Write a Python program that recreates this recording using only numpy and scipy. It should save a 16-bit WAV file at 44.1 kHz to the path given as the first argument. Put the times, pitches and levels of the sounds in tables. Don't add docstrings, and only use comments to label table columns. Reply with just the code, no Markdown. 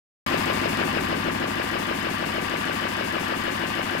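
import sys
import numpy as np
from scipy import signal
from scipy.fft import rfft, irfft
from scipy.io import wavfile
from scipy.ndimage import map_coordinates

SR = 44100
rng = np.random.default_rng(int(sys.argv[2]) if len(sys.argv) > 2 else 0)


def store_pcm(level_fs):
    pcm = np.round(np.clip(level_fs, -1, 1) * 32767).astype(np.int16)
    wavfile.write(sys.argv[1], SR, np.atleast_2d(pcm).T)


N = 176400

TURN_HZ, GRAIN_HZ = 6.376, 700.4


def undb(db):
    return 10 ** (np.asarray(db) / 20)


def across(table, hz):
    f, v = np.array(table, float).T
    return np.interp(np.log(np.maximum(hz, 1)), np.log(f), v)


def colour(x, gain):
    return irfft(rfft(x) * gain(np.fft.rfftfreq(N, 1 / SR)), N)


def shaped(x, spectrum, db):
    y = colour(x, lambda f: undb(across(spectrum, f)))
    return y * undb(db) / np.std(y)


def walk(rate):
    points = rng.standard_normal(int(N / SR * rate) + 4)
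    return map_coordinates(points, [np.arange(N) / SR * rate], order=2, mode="mirror")


def over_time(t, table):
    return np.interp(t, *np.array(table).T)


def each_turn(t, table):
    ms, db = np.array(table, float).T
    return undb(np.interp(t, ms / 1000, db, period=1 / TURN_HZ))


def rattle(repeat):
    size = round(SR / TURN_HZ)
    turn = irfft(np.exp(2j * np.pi * rng.random(size // 2 + 1)), size)
    recurring = np.resize(turn / turn.std(), N)
    return np.sqrt(repeat) * recurring + np.sqrt(1 - repeat) * rng.standard_normal(N)


def shaft_tones(t, table):
    return sum(np.sqrt(2) * undb(db) * np.sin(2 * np.pi * (order * TURN_HZ * t + rng.random()))
               for order, db in table)


def reflected(t, x, t60_s=.11, db=-5.5):
    tail = rng.standard_normal(N) * np.exp(-np.log(1000) * t / t60_s)
    return x + undb(db) * signal.fftconvolve(x, tail / np.linalg.norm(tail))[:N]


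def ringing(x, modes, db, top_hz=5800):
    def response(f):
        peaks = sum(undb(gain) * width / (1j * width + 2 * (hz - f)) for hz, width, gain in modes)
        return peaks / (1 + (f / top_hz) ** 8)
    y = colour(x, response)
    return y * undb(db) / y.std()


def stroke(t, ms, jitter_s=.000097, scatter_db=.87):
    since = t - ms / 1000 + 1 / TURN_HZ
    turn = np.maximum(np.round(since * TURN_HZ), 0).astype(int)
    size, shift = rng.standard_normal((turn[-1] + 1, 2)).T
    return since - turn / TURN_HZ + jitter_s * shift[turn], undb(scatter_db * size)[turn]


# (t/s, level/dB)
WHINE_TONES = [(11649, -77), (11946, -70), (11999, -74), (12059, -70), (12295, -72)]
WHINE_COURSE = [(.26, 5), (.55, 5), (.9, 0), (1.25, -3), (1.6, 2.5), (2.9, .5), (3.25, 4.5), (4, 2.5)]
def whine(t, waver_db=2.5):
    tones = sum(undb(db + waver_db * walk(2.85)) * np.sin(2 * np.pi * hz * t + .5 * walk(12))
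                for hz, db in WHINE_TONES)
    return tones * undb(over_time(t, WHINE_COURSE))


# (f/shaft rate, level/dB)
GEAR_ORDERS = [(100, -51), (146, -53.8), (162, -53.2), (166, -51.4), (167, -53.9), (184, -47.5),
               (240, -54.9), (241, -55.5), (255, -54.9), (259, -55.6), (266, -55.7), (271, -55.9)]
def gears(t):
    return shaft_tones(t, GEAR_ORDERS)


# (f/shaft rate, level/dB)
FRAME_ORDERS = [(10, -55), (11, -57), (14, -55), (15, -56), (16, -46.5), (19, -58), (24, -53), (26, -53),
                (33, -50), (34, -47), (43, -44), (52, -53), (56, -51), (58, -51)]
def frame_drone(t):
    return shaft_tones(t, FRAME_ORDERS)


# (t/ms, level/dB)
YARN_SPECTRUM = [(1500, 0), (3500, -0.5), (5000, 2), (6200, -1), (8500, -1), (10800, -5), (13300, -3),
                 (15800, -15.5)]
YARN_IN_TURN = [(0, -4), (15, -4.5), (40, -7.5), (58, -4.5), (63, 2.5), (85, 2), (105, 0.5), (125, -2),
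                (141, -8), (145, 4.5), (150, -3)]
def yarn(t, grain_db=.7):
    friction = rng.standard_normal(N) * each_turn(t, YARN_IN_TURN) * undb(grain_db * walk(GRAIN_HZ))
    return shaped(reflected(t, friction), YARN_SPECTRUM, db=-46)


# (t/s, level/dB)
CLANG_MODES = [(1550, 24, -2), (1625, 54, 1), (1693, 23, 1.5), (1766, 30, -2.5), (1893, 34, -3.5),
               (2940, 40, -5.5), (3014, 42, -5.5)]
CLANG_IN_TURN = [(0, -2), (12, 5), (24, 0.5), (34, -6), (45, 2.5), (54, -7), (95, -7), (112, 0.5),
                 (123, -7), (132, 7), (143, -5.5), (152, 1.5)]
CLANG_COURSE = [(.26, -10), (1, -0.5), (1.6, -0.5), (2.3, -0.5), (3.1, 0.5), (4, 0.5)]
def bar_clang(t):
    contacts = rattle(repeat=.55) * each_turn(t, CLANG_IN_TURN)
    return ringing(contacts, CLANG_MODES, db=-38.3) * undb(over_time(t, CLANG_COURSE))


# (t/ms, level/dB)
RUMBLE_SPECTRUM = [(25, -48), (60, -11), (120, -9.5), (160, -3), (215, -1), (285, -5), (365, -1),
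                   (450, -4.5), (650, -6), (850, -11), (1200, -18), (2500, -45)]
RUMBLE_IN_TURN = [(0, 1), (25, 1), (42, 0), (52, 2), (75, 3.5), (86, -5), (105, 1), (130, -7.5), (150, 1.5)]
def bar_rumble(t):
    return shaped(rattle(repeat=.5) * each_turn(t, RUMBLE_IN_TURN), RUMBLE_SPECTRUM, db=-36)


# (t/s, factor on its dB swing)
CLATTER_SPECTRUM = [(300, -9.5), (600, -8), (850, -5), (1060, -4.5), (1200, -1), (1380, -4.5), (1650, -3.5),
                    (1900, -3.5), (2250, -4), (2600, -4.5), (2950, -6), (3200, -11.5), (3550, -10.5),
                    (3850, -14.5), (5100, -18), (5900, -25), (9000, -39), (16000, -46)]
SURGE_IN_TURN = [(0, 0.06), (16, 1.34), (30, 0.93), (47, -0.51), (60, -2.3), (80, -1), (95, -0.45),
                 (122, 0.36), (140, -0.64)]
SURGE_DEPTH = [(.26, 1.7), (1.3, 1.5), (1.8, 1), (4, 1)]
# (f/Hz, width/Hz, level/dB)
PLATE_MODES = [(1068, 14.5, 1.5), (1175, 7.9, -0.5), (1460, 10, -4), (2760, 12, -4), (2937, 26, -3.5),
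               (3507, 60, -11.5), (5100, 51, -14)]
def needle_clatter(t, grain, grain_db=1.5):
    surge = each_turn(t, SURGE_IN_TURN) ** over_time(t, SURGE_DEPTH)
    contacts = rattle(repeat=.4) * surge * undb(grain_db * grain)
    needles = shaped(reflected(t, contacts), CLATTER_SPECTRUM, db=-34)
    return needles + ringing(contacts * surge, PLATE_MODES, db=-44.5)


# (t/ms, f/Hz, level/dB)
NEEDLE_CLACKS = [(10.8, 1560, -39.5), (14.5, 2640, -34), (16.9, 1130, -34.5), (24.9, 1200, -37.5),
                 (39.8, 1100, -36), (38.3, 2540, -34.5), (42.9, 1400, -35.5), (44.4, 1280, -37.5),
                 (47.5, 2480, -39), (51.2, 1950, -34), (59.5, 2640, -41), (68.5, 2600, -38.5),
                 (94.5, 960, -31.5), (112.5, 1080, -44), (130.8, 1740, -42.5), (134.2, 1800, -36),
                 (153.1, 1600, -39.5), (152, 3000, -41.5)]
def clacks(t, swell_s=.0015, width_hz=450):
    out, contacts = np.zeros(N), rattle(repeat=.39)
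    for ms, hz, db in NEEDLE_CLACKS:
        age, size = stroke(t, ms)
        rise = np.maximum(age, 0) / swell_s
        burst = colour(contacts, lambda f: np.exp(-((f - hz) / width_hz) ** 2))
        out += undb(db) * size * rise * np.exp(1 - rise) * burst / burst.std()
    return out


def thud(t, ms, hz, db, half_ms):
    age, size = stroke(t, ms)
    return -undb(db) * size * np.exp(-(age * 1000 / half_ms) ** 2) * np.cos(2 * np.pi * hz * age)


# (t/ms, f/Hz, level/dB)
BAR_THUMPS = [(7.15, 284, -31), (15.92, 323, -32), (25.08, 255, -28), (37, 315, -31), (42.74, 344, -32),
              (54.6, 235, -30), (62.24, 337, -32.5), (73.5, 253, -29), (84.74, 307, -28.5),
              (105.6, 243, -29), (145.8, 207, -30), (152.5, 252, -26)]
def bars(t):
    thumps = sum(thud(t, ms, hz, db, half_ms=4.14) for ms, hz, db in BAR_THUMPS)
    return thumps + thud(t, ms=31.6, hz=575, db=-20, half_ms=1.9)


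# (f/Hz, coherence 0-1)
MIC_SHADOW = [(60, 0), (200, 0.6), (370, 1.9), (500, 6.1), (700, 7.2), (1290, 6.8), (2380, 8.47),
              (4400, 11.5), (6000, 18), (8120, 22), (12000, 29), (15000, 30)]
MIC_LIKENESS = [(60, 1), (130, 0.98), (290, 0.78), (450, 1), (700, 0.36), (1200, 0.088), (3000, 0.1),
                (16000, 0.0975)]
def microphones(shared, near, far, lag_s=.000574):
    def likeness(f):
        return across(MIC_LIKENESS, f)
    def ports(f):
        shade = undb(-across(MIC_SHADOW, f))
        gains = np.array([np.ones_like(f), shade * np.exp(-2j * np.pi * f * lag_s)])
        return gains * 2 / np.sqrt(1 + shade ** 2 + 2 * shade * likeness(f))
    right = colour(near, likeness) + colour(far, lambda f: np.sqrt(1 - likeness(f) ** 2))
    return colour(np.array([near, right]) + shared, ports)


# (t/s, bass level/dB, upper level/dB)
LOUDNESS_COURSE = [(.26, 4, 4), (.8, 3.5, 2.5), (1.15, 3.5, 0.4), (1.4, 3, -0.4), (1.62, 0.5, 0.6),
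                   (2.2, 0.5, 0.3), (3.1, -0.1, 0.5), (4, 0, 0.2)]
def scene():
    t = np.arange(N) / SR
    grain = np.resize(walk(GRAIN_HZ)[:round(SR / TURN_HZ)], N)
    shared = frame_drone(t) + bars(t)
    near, far = (bar_rumble(t) + needle_clatter(t, grain) + bar_clang(t) + yarn(t)
                 + clacks(t) + gears(t) + whine(t) for _ in range(2))
    pair = microphones(shared, near, far)
    bass = colour(pair, lambda f: 1 / (1 + (f / 600) ** 2))
    times, bass_db, upper_db = np.array(LOUDNESS_COURSE).T
    return bass * undb(np.interp(t, times, bass_db)) + (pair - bass) * undb(np.interp(t, times, upper_db))


def record(dry):
    start_s, top_hz = .2628, 15800
    on = np.arange(N) / SR >= start_s
    return signal.sosfilt(signal.ellip(10, .2, 80, top_hz, fs=SR, output="sos"), dry * on)


dry = scene()
out = record(dry)
store_pcm(out)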